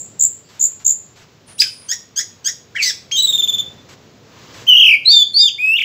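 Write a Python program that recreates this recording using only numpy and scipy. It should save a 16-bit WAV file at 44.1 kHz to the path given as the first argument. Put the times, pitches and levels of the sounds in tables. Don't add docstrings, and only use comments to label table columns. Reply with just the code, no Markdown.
import sys
import numpy as np
from scipy import signal
from scipy.fft import rfft, irfft, next_fast_len
from scipy.io import wavfile
from scipy.ndimage import uniform_filter1d, minimum_filter1d

SR = 44100
rng = np.random.default_rng(int(sys.argv[2]) if len(sys.argv) > 2 else 0)


def invert_db(level):
    return 10 ** (np.asarray(level, dtype=float) / 20)


def wav_out(sig):
    wavfile.write(sys.argv[1], SR, np.round(np.clip(np.atleast_2d(sig).T, -1, 1) * 32767).astype(np.int16))


N = 257544
LEAD = SR // 4

# f/Hz, density/dB
TOWN_SPECTRUM = [(18, -57), (30, -36), (103, -0.5), (319, -9), (461, -8.5), (866, -18), (1430, -22),
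                 (2290, -23.5), (3970, -24.5), (6890, -27.5), (7860, -37), (10500, -42.5), (16000, -36.5)]
# middle t/s, half width/s, rise/dB
TRAFFIC_SWELLS = [
    (0, .2, 4),
    (3.55, .55, 7),
    (4.58, .33, 7.5),
]
RUMBLE_DB, HISS_DB, HISS_FOLLOW = -51.5, -55.5, 1.1
# start t/s, length/s, level/dB
FEATHER_RUSTLES = [
    (0.486, 0.13, -47.5),
    (0.793, .05, -47),
    (1.156, 0.11, -47.5),
    (1.475, 0.075, -47),
    (3.884, 0.078, -43.5),
    (4.09, 0.12, -68.5),
    (4.538, 0.12, -41),
]
# f/Hz, half width/Hz, level/dB
INSECT_BAND = (9400, 630, -30)
# start t/s, end t/s
INSECT_CALLS = [
    (1.46, 1.89),
    (5.325, 5.45),
]
# t/s, f/Hz, level/dB
DISTANT_BIRD = [(.43, 4650, -66), (.45, 4620, -58), (.49, 4600, -61), (.52, 4600, -70)]
# delay/s, level/dB
NEAR_ECHOES = [(.0031, -11), (.0068, -14.5), (.0115, -15), (.018, -13.5), (.025, -15)]
# f/Hz, T60/s, level/dB
TAIL_BANDS = [(1000, .42, -12), (3500, 0.39, -11), (6510, 0.25, -12.5), (11760, 0.4, -13)]

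# roughness/share, breath/dB, overtones 2, 3, ../dB
BUZZY = (0.17, -34, -21)
TRILLED = (0.2, -34.5, -12, -27, -16.5)
WIDE = (0.44, -15, 8.5, 12, 20.5, 9, 2.5, -5.5, 1.5, -0.5)
NARROW = (0.52, -2, -8, 7, -6, -7, -12.5, -15, -12.5)
PURE = (0.16, -52.5, -29.5, -41)
CLEAR = (0.0842, -39.5, -16.5, -32.5, -28.5)
SHARP = (0.63, -14, -7, -21, -14.5, -22)
HARSH = (0.72, -2.5, -22.5, -18.5)
REEDY = (0.3, -15, 1.5, 4.5, -1.5, -18, -21, -16)
WARBLED = (0.08, -48, -31.5, -48, -27, -33.5)
THIN = (0.05, -47, -37, -36.5, -28.5, -30)
SLIDING = (0.36, -25, -29.5, -29)
OPENING = (0.34, -18, -33, -33)
FIRST = (0.17, -16, -4, -39, -28.5)
RASPY = (0.45, 3, 2, -5, -11, -10, -3, -3.5)
FALLING = (1.14, -2.5, 3.5, -7, -9, -12.5, -13)
MIXED = (0.56, -20.5)
RINGING = (0.45, -16)
# attack/s, scoop/ratio, start/dB, swell/dB, bend/share (above 1 arches), release/s, end pitch/ratio,
# end/dB
CLIMB = (.011, 1, -24, -7, .58, .011, .98, -22)
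HOOK = (.009, .6, -11, 1, .2, .01, .985, -10)
LEAN = (.013, .9, -12, -3, .8, .008, 1, -3)
FLICK = (.008, .63, -3, -9, .5, .003, .95, -14)
DIVE = (.0035, 1.28, -3, -2, .54, .004, .89, -16)
FADE = (.016, 1.005, -8, 6, .4, .035, .99, -19)
ARCHED = (.007, .89, -21, -4, 1.8, .017, .89, -21)
SNARL = (.024, .95, -26, 6, .4, .012, 1.01, -8)
OVERTONE_WAVER = 0.016
SLACK_DB_PER_DB = 0.3
ONSET_DB, ONSET_S = -6.5, .0015

# first slide t/s, spacing/s, first f/Hz, level/dB
BUZZES = [
    (-.12, .014, 7080, -8),
    (.198, .0133, 7100, -10.5),
    (.6005, .0136, 6900, -11.5),
    (.852, .0141, 6920, -10.5),
]
# t from middle/s, pitch/ratio, level/dB
BUZZ_SLIDE = [(-.0068, 1.045, -25), (-.0045, 1.07, -5), (0, 1.008, 4), (.003, .952, 3), (.005, .935, -25)]
BUZZ_CLIMB_HZ, BUZZ_IN_DB, BUZZ_OUT_DB = 62, -9.5, -8
# start t/s, level/dB
TRILL_NOTES = [(3.222, -12.5), (3.272, -13.5), (3.325, -14), (3.377, -14.5), (3.4213, -12.5),
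               (3.475, -14.5), (3.527, -16.5), (3.582, -15)]
# t/share of length, pitch/ratio, level/dB
TRILL_ARCH = [(0, .82, -13), (.08, .94, -7), (.25, .99, -3), (.6, 1, 0), (.88, .98, -2), (1, .9, -16)]
TRILL_HZ, TRILL_LIFT_HZ = 3550, 400
TRILL_NOTE_S, TRILL_EXTRA_S, TRILL_SETTLE_S = .03, .01, .08
TRILL_DULLING_DB = -6
# start t/s, pitch/ratio, level/dB, stretch/ratio
CHURRS = [
    (1.883, 1.005, -17.5, 0.99),
    (2.158, 1.001, -18, 1),
    (2.443, .985, -18.5, 1),
]
# t from start/s, f/Hz, level/dB
CHURR_WIDE = [(0, 1465, -32.5), (.006, 1547, -13.5), (.02, 1634, -3.5), (0.035, 1700, 2),
              (.037, 1690, -38.5)]
# t from start/s, f/Hz, level/dB
CHURR_NARROW = [(.03, 1740, -22), (0.039, 1800, 2.5), (0.049, 1910, -3.5), (.058, 1995, -7),
                (0.063, 2000, -22)]
# t/s, middle f/Hz, swing/Hz, level/dB
WARBLE_OUTLINE = [(4.746, 2910, 320, -8), (4.772, 3010, 520, -6.5), (4.8, 3000, 620, -5.5),
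                  (4.851, 2870, 780, -7.5), (4.878, 2720, 800, -7), (4.93, 2375, 380, -9),
                  (4.956, 2340, 250, -12)]
# t/s, f/Hz, level/dB
WARBLE_START = [(4.667, 2700, -32), (4.676, 3140, -17), (4.69, 3085, -1), (4.716, 2900, -8),
                (4.728, 3030, -2), (4.739, 2740, -6)]
WAVE_FIRST_S, WAVE_S, WAVE_FALL = 4.746, .0263, .68
# (start t/s, length/s, from f/Hz, to f/Hz, level/dB)
GLIDES = [
    (RINGING, FADE, (1.614, .1, 5090, 5080, -30)),
    (FALLING, DIVE, (1.6115, .0155, 3544, 2020, -20.5)),
    (RASPY, FADE, (1.612, .09, 1660, 1520, -43.5)),
    (OPENING, ARCHED, (2.748, .044, 1720, 1800, -21.5)),
    (HARSH, SNARL, (2.806, .106, 4460, 5450, -23)),
    (FIRST, HOOK, (3.112, .088, 3250, 3060, -21)),
    (TRILLED, LEAN, (3.155, .058, 3620, 3927, -14.5)),
    (THIN, FLICK, (5.795, .029, 3640, 2200, -15)),
    (THIN, FLICK, (5.823, .027, 3350, 2200, -13)),
]
# t/s, f/Hz, level/dB
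CHACK = [(1.582, 2410, -47), (1.588, 3325, -29), (1.596, 4130, -21), (1.603, 5028, -6.5), (1.609, 4962, -6),
         (1.613, 4800, -19)]
# t/s, f/Hz, level/dB
WHEEZE = [(2.752, 3095, -50), (2.762, 3265, -34), (2.782, 2890, -28), (2.805, 2440, -16), (2.83, 2145, -22),
          (2.86, 2023, -18), (2.89, 1975, -21), (2.911, 1640, -26)]
REED_FADE_S, REED_DB = .015, -8.5
# t/s, f/Hz, level/dB
LONG_WHISTLE = [(5.58, 2080, -41), (5.594, 2430, -21), (5.63, 2517, -15.5), (5.7, 2603, -15.5),
                (5.74, 2712, -10.5), (5.765, 2940, -16), (5.775, 3700, -24), (5.792, 2376, -11),
                (5.796, 2200, -28)]
# start t/s, length/s, from f/Hz, to f/Hz, level/dB
UPPER_VOICE = [
    (5.049, .093, 3960, 4740, -4.5),
    (5.334, .093, 4310, 4900, -7.5),
]
# start t/s, held/s, f/Hz, drop/Hz, level/dB
LOWER_VOICE = [
    (5.098, .128, 3640, 315, -8.5),
    (5.384, .084, 3660, 1250, -11.5),
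]
LOWER_SCOOP, LOWER_ATTACK_S, LOWER_SWELL_S = .8, .008, .04
LOWER_SAG_HZ_PER_S, LOWER_DROP_HZ_PER_S = 1450, 39000
BEAT_LOW_DB, BEAT_HIGH_DB, BEAT_S = -34, -30, .08

# f/Hz, gain/dB
TOP_COLOUR = [(8000, -22.5), (9000, -14.5), (10500, -10.5), (12500, -5.5), (14500, -3.5), (15600, 1),
              (16100, -55)]
# f/Hz, level/dB
SELF_NOISE = [(8000, -110), (10500, -89), (13000, -71), (15500, -70.5), (16100, -110)]
# f/Hz, level/dB
OVERLOAD_HISS = [(8600, -88), (9800, -40), (12000, -31), (14500, -48), (15800, -52.5), (16200, -94)]
SPLIT_HZ, BLUR_SHARE, DRIVE, THUMP_DB = 8253, .5, 0.35, -29.5


def colour(x, points):
    size = next_fast_len(len(x))
    hz, db = np.transpose(points)
    bins_hz = np.arange(1, size // 2 + 2) * SR / size
    gain = invert_db(np.interp(np.log(bins_hz), np.log(hz), db))
    return irfft(rfft(x, size) * gain, size)[:len(x)]


def noise(size=N):
    return rng.standard_normal(size)


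def unit(x):
    return x / np.sqrt(np.mean(x ** 2))


def flutter(size, rate_hz):
    k = int(SR / rate_hz)
    return unit(uniform_filter1d(uniform_filter1d(noise(size), k), k))


def town():
    t = np.arange(N) / SR
    swell_db = sum(db * np.exp(-((t - s) / width) ** 2) for s, width, db in TRAFFIC_SWELLS)
    hum = colour(noise(), TOWN_SPECTRUM)
    rumble = colour(hum, [(800, 0), (1200, -38)])
    rumble_db = RUMBLE_DB + swell_db + 0.4 * flutter(N, 4.3)
    hiss_db = HISS_DB + HISS_FOLLOW * swell_db + 1.8 * flutter(N, 5.2)
    return unit(rumble) * invert_db(rumble_db) + unit(hum - rumble) * invert_db(hiss_db)


def insect():
    t = np.arange(N) / SR
    hz, width, db = INSECT_BAND
    band = unit(colour(noise(), [(hz - 2.7 * width, -50), (hz - width, 0),
                                 (hz + width, 0), (hz + 0.98 * width, -50)]))
    gate = sum(np.clip(np.minimum(t - start, end - t) / 0.025, 0, 1) for start, end in INSECT_CALLS)
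    return band * invert_db(db + 1.49 * flutter(N, 35)) * gate


def rustles():
    t = np.arange(N) / SR
    swish = unit(colour(noise(), [(300, -3.5), (1500, -3), (6000, -6.5), (8000, -10),
                                  (9000, -13.5), (14000, -15.5), (16000, -28.5)]))
    level = np.zeros(N)
    for start, length, db in FEATHER_RUSTLES:
        rise, fade = (t - start) / 0.0071, 3 * (start + length - t) / length
        level += invert_db(db) * np.clip(np.minimum(rise, fade), 0, 1)
    return swish * level


def porch(x):
    t = np.arange(SR // 2) / SR
    response = (t == 0) * 1.
    for k, (delay, db) in enumerate(NEAR_ECHOES):
        response[int(delay * SR)] += (-1) ** k * invert_db(db)
    for hz, t60, db in TAIL_BANDS:
        band = colour(noise(len(t)), [(hz / 2, -40), (hz / 1.93, -3), (hz, 0),
                                      (hz * 1.67, -3), (hz * 2, -40)])
        tail = invert_db(-60 * t / t60) * np.clip(t / 0.024, 0, 1)
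        response += invert_db(db) * band * tail / np.sqrt(np.sum(tail ** 2))
    return signal.fftconvolve(x, response)[LEAD:LEAD + N]


def syrinx(song, timbre, points):
    rough, breath_db, *overtones_db = timbre
    s, hz, db = np.transpose(points)
    at = np.arange(int(s[0] * SR), min(int(s[-1] * SR), N))
    hz, db = (uniform_filter1d(np.interp(at / SR, s, c), SR // 600, mode="nearest") for c in (hz, db))
    hz = hz * (1 + .03 * rough * flutter(len(at), 600))
    phase = 2 * np.pi * np.cumsum(hz) / SR
    waver = OVERTONE_WAVER * max(-min(overtones_db[:1], default=0), 0)
    rich = invert_db(np.minimum(SLACK_DB_PER_DB * (db.max() - db), 12)) * (1 + waver * flutter(len(at), 500))
    tone = np.sin(phase) * (hz < .45 * SR)
    for k, overtone_db in enumerate(overtones_db, 2):
        tone += invert_db(overtone_db) * rich * np.sin(k * phase) * (k * hz < .45 * SR)
    breath = colour(noise(len(at)), [(900, -34.5), (2000, -5), (5500, 9), (16000, -9)])
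    voice = np.sqrt(2) * tone * (1 + rough * flutter(len(at), 700)) + invert_db(breath_db) * breath
    song[at + LEAD] += voice * invert_db(db) * signal.windows.tukey(len(at), min(90 / len(at), 1))
    song[at + LEAD] += invert_db(db[0] + ONSET_DB) * breath * np.exp(-(at - at[0]) / SR / ONSET_S)


def glide(manner, start, length, from_hz, to_hz, db):
    attack, scoop, start_db, swell_db, bend, release, droop, end_db = manner
    a, b = start + attack, start + length - release
    middle_hz = from_hz + bend * (to_hz - from_hz) + max(bend - 1, 0) * .27 * from_hz
    return [(start, from_hz * scoop, db + swell_db + start_db),
            (a, from_hz, db + swell_db),
            ((a + b) / 2, middle_hz, db),
            (b, to_hz, db),
            (b + release, to_hz * droop, db + end_db)]


def buzzes(song):
    for first, spacing, hz, db in BUZZES:
        for k, soft_db in enumerate([BUZZ_IN_DB, 0, 0, 0, 0, BUZZ_OUT_DB]):
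            middle, slide_hz = first + k * spacing, hz + k * BUZZ_CLIMB_HZ
            syrinx(song, BUZZY, [(middle + t, slide_hz * r, db + soft_db + d) for t, r, d in BUZZ_SLIDE])


def churrs(song):
    for s, ratio, db, stretch in CHURRS:
        for timbre, path, trim_db in ((WIDE, CHURR_WIDE, -20), (NARROW, CHURR_NARROW, -12)):
            syrinx(song, timbre, [(s + t * stretch, hz * ratio, db + d + trim_db) for t, hz, d in path])


def wheeze(song):
    syrinx(song, SLIDING, WHEEZE[:5])
    fade_in = [(WHEEZE[4][0] - REED_FADE_S, 2300, -60)]
    syrinx(song, REEDY, fade_in + [(s, hz, db + REED_DB) for s, hz, db in WHEEZE[4:]])


def trill(song):
    for s, db in TRILL_NOTES:
        fresh = np.exp(-(s - TRILL_NOTES[0][0]) / TRILL_SETTLE_S)
        length = TRILL_NOTE_S + TRILL_EXTRA_S * fresh ** .4
        hz = TRILL_HZ + TRILL_LIFT_HZ * fresh
        bright_db = 3.5 + TRILL_DULLING_DB * (1 - fresh ** .4)
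        timbre = (*TRILLED[:2], *(g + bright_db for g in TRILLED[2:]))
        syrinx(song, timbre, [(s + t * length, hz * r, db + d) for t, r, d in TRILL_ARCH])


def warble(song):
    s, *columns = np.transpose(WARBLE_OUTLINE)
    rows = []
    for crest in WAVE_FIRST_S + WAVE_S * np.arange(9):
        hz, swing, db = (np.interp(crest, s, c) for c in columns)
        rows += [(crest, hz + swing / 2, db - 1.1),
                 (crest + .55 * WAVE_FALL * WAVE_S, hz, db + 1.5),
                 (crest + WAVE_FALL * WAVE_S, hz - swing / 2, db - 1.5),
                 (crest + (1 + WAVE_FALL) / 2 * WAVE_S, hz, db - 2.5)]
    ending = [(rows[-4][0] + .012, hz - swing / 2, -50)]
    syrinx(song, WARBLED, WARBLE_START + rows[:-3] + ending)


def duet(song):
    for upper, (s, held, hz, drop_hz, db) in zip(UPPER_VOICE, LOWER_VOICE):
        end, fall = s + held, drop_hz / LOWER_DROP_HZ_PER_S
        last_hz, top_hz = hz - LOWER_SAG_HZ_PER_S * held, upper[3]
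        syrinx(song, PURE, glide(CLIMB, *upper))
        syrinx(song, CLEAR, [(s, hz * LOWER_SCOOP, db - 34),
                             (s + LOWER_ATTACK_S, hz, db - 10),
                             (s + LOWER_SWELL_S, hz, db),
                             (end, last_hz, db - 1.4),
                             (end + fall / 2, last_hz - .28 * drop_hz, db - 3),
                             (end + fall, last_hz - drop_hz, db - 28)])
        for beat_hz, sag, beat_db in ((2 * hz - top_hz, .95, db + BEAT_LOW_DB),
                                      (2 * top_hz - hz, 1.01, db + BEAT_HIGH_DB)):
            syrinx(song, MIXED, [(s, beat_hz, beat_db - 4), (s + .02, beat_hz, beat_db),
                                 (s + BEAT_S, beat_hz * sag, beat_db - 9)])


def thrush():
    song = np.zeros(N + LEAD)
    syrinx(song, MIXED, DISTANT_BIRD)
    for phrase in (buzzes, churrs, wheeze, trill, warble, duet):
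        phrase(song)
    for timbre, manner, row in GLIDES:
        syrinx(song, timbre, glide(manner, *row))
    syrinx(song, SHARP, CHACK)
    syrinx(song, THIN, LONG_WHISTLE)
    return song


def scene():
    return (town() + insect() + rustles() + porch(thrush()))[None]


def blur(x):
    cells = signal.stft(x, nperseg=256)[2]
    chance = noise(cells.shape) + 1j * noise(cells.shape)
    return signal.istft(cells * (1 - BLUR_SHARE + BLUR_SHARE * chance), nperseg=256)[1][:N]


def thump(bent):
    shrill = colour(bent, [(5500, -40), (6500, 1)])
    return invert_db(THUMP_DB) * colour(shrill ** 2, [(30, -29), (70, -1), (300, 3), (700, -31)])


def limit(x):
    need = np.minimum(1, .99 / (np.abs(x) + 1e-9))
    return x * uniform_filter1d(minimum_filter1d(need, SR // 300), SR // 300)


def roll_off(x):
    return signal.sosfilt(signal.butter(12, 16130, fs=SR, output="sos"), x)


def record(dry):
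    bent = np.tanh(DRIVE * dry[0]) / DRIVE
    low = colour(bent, [(SPLIT_HZ - 250, 0), (SPLIT_HZ + 150, -60)])
    sound = low + colour(blur(bent - low), TOP_COLOUR)
    sound += colour(noise(), SELF_NOISE)
    sound += colour(uniform_filter1d(bent ** 2, SR // 200) * noise(), OVERLOAD_HISS)
    sound += thump(bent)
    mix = limit(sound)[None]
    return roll_off(mix)


dry = scene()
out = record(dry)
wav_out(out)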